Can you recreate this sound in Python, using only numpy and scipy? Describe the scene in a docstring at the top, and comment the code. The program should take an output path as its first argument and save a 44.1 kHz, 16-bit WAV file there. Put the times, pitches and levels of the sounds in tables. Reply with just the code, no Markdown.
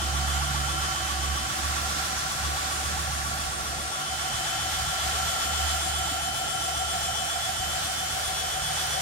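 """Nine seconds in a room: a bicycle wheel spun in the air by a gearless hub motor, on a hand-held stereo phone.
From the start the motor sings in orders of the wheel speed, most throbbing once a turn; spokes and tyre hiss as
shaped noise; a far machine hums unevenly with its octave, slowly rising, over the room's filtered-noise rumble.
After a second or so the phone drifts in, nearest at six to seven seconds, then backs off a little; tones fade or
swell as it crosses standing waves. From 1.6 s on, six faint handling ticks come as short puffs of noise."""
import sys
import numpy as np
from scipy import signal
from scipy.fft import rfft, irfft, next_fast_len
from scipy.io import wavfile
from scipy.ndimage import uniform_filter1d, map_coordinates

SR = 44100
rng = np.random.default_rng(int(sys.argv[2]) if len(sys.argv) > 2 else 0)


def dump(signal):
    """Clip the signal to [-1, 1] and save it as 16-bit WAV at the path in sys.argv[1]."""
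    limited = np.clip(np.atleast_2d(signal).T, -1, 1)
    pcm = np.round(limited * 32767).astype(np.int16)
    wavfile.write(sys.argv[1], SR, pcm)


N = 397341

TURN = np.arange(2 ** 15) / 2 ** 15  # wheel angles, in turns
MAGNETS = 46  # the stator has 51 slots; tone orders such as 92 and 153 are multiples of these counts

# Wheel speed. Each row: time in seconds, turns a second.
WHEEL_SPEED = [(0, 7.4165), (9.01, 7.41335)]
# How near the phone is to the wheel. Each row: time in seconds, nearness (0 far, about 1 near).
NEARNESS = [(0, 0.04), (1.2, 0), (2.5, 0.23), (3.7, 0.26), (4.6, 0.4), (5.8, 1), (6.9, 1.05), (8, 0.78),
            (9.01, 0.87)]
# Swings of the wheel's hiss as the phone turns. Each row: time in seconds, level in dB before HISS_DB is added.
PHONE_TURN_LEVEL = [(0.0, -42.5), (0.22, -41.5), (1.45, -42), (1.78, -40.5), (3.26, -42.5), (3.76, -45),
                    (4.44, -41), (5.62, -40), (6.4, -44), (7.43, -42), (8.58, -41.5), (9.01, -40)]
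HISS_DB = 8.5
FOLLOWS = 0.24  # share of those swings, in dB, that the motor tones make too

# Motor orders close together, sounding as one tone. Each row: order, relative level in dB.
CLOSE_ORDERS = [(180, -22.5), (181, 0.5), (183, -11), (184, -10), (185, -2.5), (186, -9.5), (187, 0.5)]
# Faint steady motor orders. Each row: order, rms level in dB.
FAINT_ORDERS = [(350, -61), (355, -64), (359, -58), (364, -61), (368, -59), (506, -62), (1012, -64),
                (1058, -65), (1325, -66), (1334, -64), (1343, -63), (1352, -62)]
# Tones that bend and swell over a turn: orders 92, 102 (two swells, then an upward slide), 153 and 460.
# Each row: part of a turn, order, relative level in dB.
BENDING_TONES = [
    [(.11, 92, -20), (.2, 92, -9), (.3, 92, -4), (.37, 91.5, -8), (.46, 90, -18), (.56, 94, -3),
     (.66, 94, -1), (.76, 94, -5), (.85, 97, -18), (.97, 92, -2), (1.11, 92, -20)],
    [(.3, 99, -25), (.39, 100.5, -7), (.5, 101.5, -3), (.58, 102, 0), (.65, 102, -1), (.71, 102.5, -7),
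     (.77, 102.5, -22), (1.3, 102.5, -90)],
    [(.3, 99, -60), (.39, 100.5, -60), (.5, 101.5, -50), (.58, 102, -40), (.65, 102, -26),
     (.71, 102.5, -14), (.77, 102.5, -5), (.83, 102.5, 0), (.9, 102.5, 0), (.96, 102.5, -6),
     (1.02, 103, -25), (1.3, 103, -90)],
    [(.94, 103, -22), (1.0, 105, -5), (1.05, 110, 0), (1.08, 116, -1), (1.11, 123, -11), (1.15, 142, -20),
     (1.2, 168, -19), (1.25, 192, -28), (1.94, 192, -90)],
    [(.05, 153, -16), (.13, 154, -9), (.21, 154, 0), (.3, 153, -6), (.4, 152, -14), (.55, 155, -14),
     (.72, 152.5, -6), (.85, 152, -11), (1.05, 152, -16)],
    [(.6, 460, -12), (.75, 460, -10), (.95, 460.5, -7), (1.08, 460.5, -2), (1.25, 460.5, 0),
     (1.42, 460.5, -2), (1.52, 460, -6), (1.6, 460, -12)],
]
# Case resonances. Each row: centre order, width in orders, crowd level in dB under the clear orders,
# list of clear orders, swell in dB, part of the turn when loudest.
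CASE_RINGS = [(781, 13, -9, [769, 774, 782, 790], 1, .14), (998, 9, -15, [993], 3.5, .31),
              (1192, 20, -5, [1175, 1187, 1193, 1196, 1205], 2.5, .33), (1394, 12, -4, [1392, 1397],
              3, .18)]
# Balance of each motor tone by name. Each row: level alike at both ports far off in dB, the same near in dB,
# level opposed at the ports far off in dB, the same near in dB, lead of the opposed part in radians.
TONE_BALANCE = {"order 92": (-50, -45, -56, -43.5, 1.5), "first swell": (-46, -40.5, -49.5, -41.5, 1),
                "second swell": (-46, -46, -58, -48, 1.7), "slide": (-50.5, -48, -55, -45.5, 1.5),
                "order 138": (-54.5, -63.5, -67, -69, 2), "order 153": (-45, -53.5, -43, -43.5, 2),
                "pair": (-43, -44.5, -40, -45.5, 2), "order 414": (-43, -42.5, -50, -42.5, 1.1),
                "order 460": (-48.5, -45, -50, -44, 0.6), "ring 5.8 kHz": (-52, -45.5, -48, -46, 1.5),
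                "ring 7.4 kHz": (-62, -46, -59, -46, -1), "ring 8.9 kHz": (-50.5, -45.5, -50, -44, -1),
                "ring 10 kHz": (-54.5, -51, -53, -50, -1)}
# Standing waves that the phone crosses. Each row: tone name, start in seconds, end in seconds,
# change of the alike level in dB, change of the opposed level in dB.
STANDING_WAVES = [("order 414", 1.67, 3.88, -24, -15), ("order 414", 0.93, 1.6, -0.4, -5),
                  ("order 414", 8.5, 10, 0.78, -9), ("first swell", 1.6, 3.74, -7, 1.5),
                  ("order 92", 1.2, 3.5, -4.5, .6), ("order 92", 5.9, 7.6, 3.3, -.6),
                  ("pair", 1, 1.5, -11, -2.5), ("pair", 2.5, 4.3, -2.5, .6), ("pair", 4.55, 6.9, 3.3, -1.5),
                  ("order 138", 1.8, 2.6, 3.8, .6), ("order 153", 7.5, 9.3, -.6, -15),
                  ("order 460", 1.6, 3.7, -1.5, -17), ("order 460", 8.8, 11, 5.3, .6),
                  ("ring 7.4 kHz", 8.03, 9.3, -12, -7), ("ring 5.8 kHz", 1.2, 3.7, 1.8, .6),
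                  ("ring 5.8 kHz", 5.1, 6.4, -6, -3), ("second swell", 4.4, 7.1, 1.8, .6),
                  ("slide", 0.43, 0.87, 4.5, .6), ("second swell", 6.9, 9, -2.5, .6),
                  ("slide", 7.3, 9.3, -3, -1.5), ("order 92", 7.6, 9.3, -3, .6), ("pair", 0, 1.1, -1.5, .6),
                  ("ring 5.8 kHz", 4.3, 4.9, 2.5, .6), ("order 153", 4.6, 7.7, -1, .6),
                  ("pair", 7.8, 9.3, -2.9, .6), ("ring 8.9 kHz", 8.6, 9.3, 2.3, .6)]
CROSS_EDGE_S = 0.44
SLIP = 3.1  # radians the second swell falls out of step at nearness 1, breaking the tone into beads

# Spectra of the moving air, before overall level. Each row: frequency in Hz, relative density in dB per Hz.
HISS_SHAPE = [(1060, -27), (1800, -9), (2260, -9), (3240, -3), (3620, -4), (5840, -4.5), (7500, -4.5),
              (8710, -9), (9450, -11.5), (10200, -14.5), (11500, -17), (13500, -48)]
WHOOSH_SHAPE = [(450, -23), (600, -6.5), (760, -2), (950, -8.5), (1200, -4), (1450, -1.5), (1900, -5),
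                (2600, -11.5), (4000, -35)]
SHEEN_SHAPE = [(7000, -42), (10000, 2), (11500, -3), (13500, -1), (15800, -10)]
WHOOSH_FAR_DB, WHOOSH_NEAR_DB = -3, -3.5  # relative to the hiss
SHEEN_FAR_DB, SHEEN_NEAR_DB = -11.5, -10  # relative to the hiss

# Spectra of four rumble layers, low to high. Each row: frequency in Hz, relative density in dB per Hz.
RUMBLE_SHAPES = [
    [(15, -40), (25, -20), (48, -4.5), (80, -1), (120, -2.5), (170, -4), (210, -14), (300, -56)],
    [(140, -37), (185, -4.5), (220, -3), (260, -8.5), (290, -10.5), (400, -52)],
    [(240, -40), (285, -12.5), (305, 0), (325, -5), (360, -3.5), (400, -18), (500, -60)],
    [(300, -42), (370, -5.5), (420, -5), (520, -2.5), (640, -4.5), (800, -31), (1300, -60)],
]
# Levels of those layers as the phone leaves the wall. Each row: first dB, last dB, rms random swing in dB.
RUMBLE_LEVELS = [(-43, -47.5, 2), (-48, -58.5, 1), (-50, -59, 1), (-51.5, -50, 2)]
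# Modes of the room. Each row: frequency in Hz, width in Hz, relative level in dB.
ROOM_MODES = [(48.1, 3.4, -57), (60.9, 2.1, -50.5), (113.9, 2.8, -46.5)]

# Pitch of the far machine's hum. Each row: time in seconds, frequency in Hz.
HUM_PITCH = [(0, 70.7), (1.4, 71), (1.8, 72.6), (3.9, 72.1), (4.7, 74), (5.7, 73.5), (6.3, 74.6),
             (9.01, 74.7)]
# Uneven hum level, before the balance of the ports. Each row: time in seconds, rms level in dB.
HUM_LEVEL = [(0.0, -36), (0.15, -28), (0.85, -37), (0.93, -40), (1.3, -30), (1.45, -37), (1.5, -59),
             (1.65, -31.5), (2.26, -46), (2.28, -57), (2.46, -33.5), (2.66, -43.5), (2.88, -35),
             (3.51, -40), (3.56, -47), (3.81, -37), (4.01, -66), (4.12, -42), (4.54, -54), (4.64, -42),
             (4.87, -43), (4.97, -55), (5.07, -38), (5.27, -38), (5.37, -51.5), (5.47, -41), (5.64, -32.5),
             (6.55, -50.5), (6.85, -40.5), (7.53, -49.5), (7.75, -41), (7.93, -52), (8.13, -43),
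             (8.48, -48), (8.93, -43), (9.01, -47)]
# Level of the hum's octave, before the balance of the ports. Each row: time in seconds, rms level in dB.
OCTAVE_LEVEL = [(0, -50), (.2, -40), (.75, -40.5), (.95, -52), (5, -53.5), (8.3, -55.5), (8.6, -47.5),
                (9.01, -47)]
OCTAVE_SWING_DB = 2.5

# Handling noises. Each row: start in seconds, level in dB before the puff's envelope, pitch in Hz.
HANDLING_TICKS = [(1.56, -34, 8930), (2.179, -31, 6550), (3.995, -35, 3560), (5.985, -31, 11800),
                  (6.11, -28, 280), (8.8, -38, 12990)]

# Likeness of the noise at the two microphone ports. Each row: frequency in Hz, likeness 0-1.
PORT_LIKENESS = [(40, 0.96), (130, 0.75), (290, 0.69), (640, 0.41), (1400, 0.26), (3000, 0.21),
                 (6000, 0.017), (15000, 0.052)]
# Lead of the left port in the shared noise. Each row: frequency in Hz, lead in radians.
LEFT_LEAD = [(0, 0), (260, -0.0), (600, 1.1), (860, 1.2), (1120, 2.5), (1980, -1.7), (2840, -0.8),
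             (3100, 0.9), (3960, 4.4), (6720, 3.0), (7410, 2.2), (10200, 3.1), (13200, 3.1), (15400, 5.0)]
# Noise balance of the ports. Each row: frequency in Hz, left over right in dB.
LEFT_OVER_RIGHT = [(60, -7.5), (110, -1), (200, -6.5), (380, -2.5), (700, -1), (1290, -3), (2380, -3),
                   (4400, -1.5), (8120, 1.5), (15000, -4)]
TOP_HZ = 15800


def amp(db):
    """Amplitude ratio of a level in dB."""
    return 10 ** (np.asarray(db) / 20)


def unit(x):
    """x scaled to rms 1."""
    return x / np.sqrt(np.mean(np.abs(x) ** 2) + 1e-20)


def along(points, hz):
    """Values at hz from (Hz, value) points, joined on a log axis."""
    f, value = np.transpose(points)
    return np.interp(np.log(hz + 1), np.log(f + 1), value)


def curves(rows, at=None):
    """Each column after the first, joined up at every sample or at the given positions."""
    positions, *columns = np.transpose(rows)
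    if at is None:
        at = np.arange(N) / SR
    return [np.interp(at, positions, column) for column in columns]


def wobble(rate):
    """A smooth random curve of about unit size, rate knots a second."""
    knots = rng.standard_normal(int(N * rate / SR) + 4)
    return map_coordinates(knots, [np.arange(N) * rate / SR])


def between(far, near):
    """A value that moves from far to near with the phone."""
    return far + (near - far) * curves(NEARNESS)[0]


def filtered(x, response):
    """x times a complex response of frequency."""
    m = next_fast_len(N + SR // 2)
    return irfft(rfft(x, m) * response(np.fft.rfftfreq(m, 1 / SR)), m)[..., :N]


def rush(colour, patchy_db):
    """Coloured noise of rms 1 with random patches in time and pitch, partly shared by the two ports."""
    spectra = signal.stft(rng.standard_normal((2, N)), nperseg=512)[2]
    patches = uniform_filter1d(rng.standard_normal(spectra.shape[1:]), 8, 0)
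    patches = unit(uniform_filter1d(patches, 10, 1))
    common, separate = signal.istft(spectra * amp(patchy_db * patches), nperseg=512)[1][:, :N]

    def likeness(hz):
        return np.clip(along(PORT_LIKENESS, hz), 0, 1)

    def left_colour(hz):
        return colour(hz) * amp(along(LEFT_OVER_RIGHT, hz) / 2)

    def right_colour(hz):
        return colour(hz) * amp(-along(LEFT_OVER_RIGHT, hz) / 2)

    left = filtered(common, left_colour)
    shared = filtered(common, lambda hz: right_colour(hz) * likeness(hz) * np.exp(-1j * along(LEFT_LEAD, hz)))
    own = filtered(separate, lambda hz: right_colour(hz) * np.sqrt(1 - likeness(hz) ** 2))
    return unit(np.array([left, shared + own]))


def shaped_rush(shape, patchy_db):
    """Noise of rms 1 coloured by a table of (Hz, dB per Hz)."""
    return rush(lambda hz: amp(along(shape, hz)), patchy_db)


def orders(table):
    """One turn of a sum of whole multiples of the wheel speed, as a complex tone."""
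    lines = np.zeros(len(TURN), complex)
    for order, db in table:
        lines[round(order)] = amp(db) * np.exp(2j * np.pi * rng.random())
    return np.fft.ifft(lines, norm="forward")


def bending_tone(table):
    """One turn of a tone that bends and swells, starting afresh at the same wheel angle."""
    start = table[0][0]
    order, db = curves(table, start + TURN)
    phase = 2 * np.pi * np.cumsum(order) / len(TURN)
    return np.roll(amp(db) * np.exp(1j * phase), round(start * len(TURN)))


def case_ring(centre, width, crowd_db, clear, swell_db, facing):
    """A case resonance picks up the orders within it, at uneven strengths, and faces the phone once a turn."""
    crowd = []
    for order in range(centre - 2 * width, centre + 2 * width):
        db = crowd_db - 6 * ((order - centre) / width) ** 2 + rng.normal(0, 3)
        crowd.append((order, db))
    swell = amp(swell_db * np.cos(2 * np.pi * (TURN - facing)))
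    return swell * orders(crowd + [(order, 0) for order in clear])


def standing_waves(name):
    """dB that the standing waves add to one tone, alike and opposed at the ports, as the phone crosses them."""
    t, db = np.arange(N) / SR, np.zeros((2, N))
    for tone, start, end, *change in STANDING_WAVES:
        if tone == name:
            inside = np.clip(np.minimum(t - start, end - t) / CROSS_EDGE_S + .5, 0, 1)
            db += np.outer(change, inside)
    return db


def wheel_turns():
    """Turns made so far by the wheel, its speed wavering very slightly."""
    return np.cumsum(curves(WHEEL_SPEED)[0] * (1 + 0.000154 * wobble(3))) / SR


def motor(turns):
    """Magnet and slot orders, locked to the wheel angle, some swelling each turn, some ringing the case."""
    angle = (turns % 1 * len(TURN)).astype(int)
    pole, swell, second_swell, slide, third_slot, tenth_pole = map(bending_tone, BENDING_TONES)
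    # in the order of TONE_BALANCE
    tones = [pole, swell, second_swell, slide, orders([(138, 0)]), third_slot,
             orders(CLOSE_ORDERS), orders([(414, 0)]), tenth_pole]
    tones += [case_ring(*row) for row in CASE_RINGS]
    phone_db, = curves(PHONE_TURN_LEVEL)
    shared_db = FOLLOWS * (phone_db - phone_db.mean())
    out = np.array([orders(FAINT_ORDERS), orders(FAINT_ORDERS)])[:, angle]
    for tone, (name, balance) in zip(tones, TONE_BALANCE.items()):
        far, near, opposed_far, opposed_near, lead = balance
        crossing_alike, crossing_opposed = standing_waves(name)
        alike = amp(between(far, near) + crossing_alike)
        opposed = amp(between(opposed_far, opposed_near) + crossing_opposed)
        opposed = opposed * np.exp(1j * (lead + .9 * wobble(4)))
        level = amp(shared_db + 1.28 * wobble(7) + 0.69 * wobble(1.505))
        if name == "second swell":
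            level = level * np.exp(1j * between(0, SLIP))
        out += unit(tone)[angle] * level * (alike + [opposed, -opposed])
    return np.sqrt(2) * out.real  # sqrt 2 makes the real part's rms the stated level


def wheel_air(turns):
    """Spokes and tyre stir the air: hiss, top sheen and lower whoosh flutter and swell a little once a turn."""
    flutter_db = .5 * wobble(9) + 0.37 * wobble(30)
    turn_db = 0.1 * np.cos(2 * np.pi * (turns - .3))
    hiss_db = curves(PHONE_TURN_LEVEL)[0] + HISS_DB + flutter_db + turn_db
    sheen_db = hiss_db + between(SHEEN_FAR_DB, SHEEN_NEAR_DB)
    whoosh_db = hiss_db + between(WHOOSH_FAR_DB, WHOOSH_NEAR_DB)
    hiss = amp(hiss_db) * shaped_rush(HISS_SHAPE, patchy_db=0.64)
    sheen = amp(sheen_db) * shaped_rush(SHEEN_SHAPE, patchy_db=2.0)
    whoosh = amp(whoosh_db) * shaped_rush(WHOOSH_SHAPE, patchy_db=0.5)
    return hiss + sheen + whoosh


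def room_modes():
    """The room's low resonances, each a band-pass peak on noise."""
    def response(f):
        return sum(amp(db) / np.sqrt(width) * 1j * f * width / (centre ** 2 - f * f + 1j * f * width)
                   for centre, width, db in ROOM_MODES)
    return amp(-51.5) * rush(response, patchy_db=0.5)


def rumble_and_magnets(turns):
    """Four layers of room rumble drift in level; the magnet-rate tone follows the third."""
    levels_db = [np.linspace(first, last, N) + swing * wobble(3.7) for first, last, swing in RUMBLE_LEVELS]
    rumble = sum(amp(db) * shaped_rush(shape, patchy_db=1.5) for db, shape in zip(levels_db, RUMBLE_SHAPES))
    magnets = amp(levels_db[2] - 3.5) * np.sin(2 * np.pi * MAGNETS * turns)
    return rumble + magnets


def far_machine_hum():
    """A wavering low sine with its octave, stronger at the right port."""
    phase = 2 * np.pi * np.cumsum(curves(HUM_PITCH)[0] + .7 * wobble(5)) / SR
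    octave_db = curves(OCTAVE_LEVEL)[0] + OCTAVE_SWING_DB * wobble(8)
    octave = amp(octave_db) * np.sin(2 * phase + 0.67 * wobble(4.6))
    tone = amp(curves(HUM_LEVEL)[0] + 1.2 * wobble(14)) * np.sin(phase)
    return np.sqrt(2) * (tone + octave) * amp([[-2.8], [2.2]])  # left, right dB


def handling_ticks():
    """Handling the phone gives short puffs of band-passed noise, quick to rise and gone in 50 ms."""
    out, t = np.zeros((2, N + SR)), np.arange(SR // 20) / SR
    envelope_db = -60 * t / .05
    rise = 1 - np.exp(-t / 0.0025)
    for start, db, hz in HANDLING_TICKS:
        band = signal.butter(2, [hz / 1.1, min(hz * 1.05, 18000)], "band", fs=SR)
        puff = unit(signal.lfilter(*band, rng.standard_normal((2, len(t)))))
        first = round(start * SR)
        out[:, first:first + len(t)] += amp(db + envelope_db) * rise * puff
    return out[:, :N]


def scene():
    """Wheel, room, far hum and handling together, left and right."""
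    turns = wheel_turns()
    wheel = motor(turns) + wheel_air(turns)
    room = rumble_and_magnets(turns) + room_modes()
    return wheel + room + far_machine_hum() + handling_ticks()


def record(dry):
    """The phone keeps nothing above its band limit."""
    return filtered(dry, lambda hz: hz < TOP_HZ)


dry = scene()
out = record(dry)
dump(out)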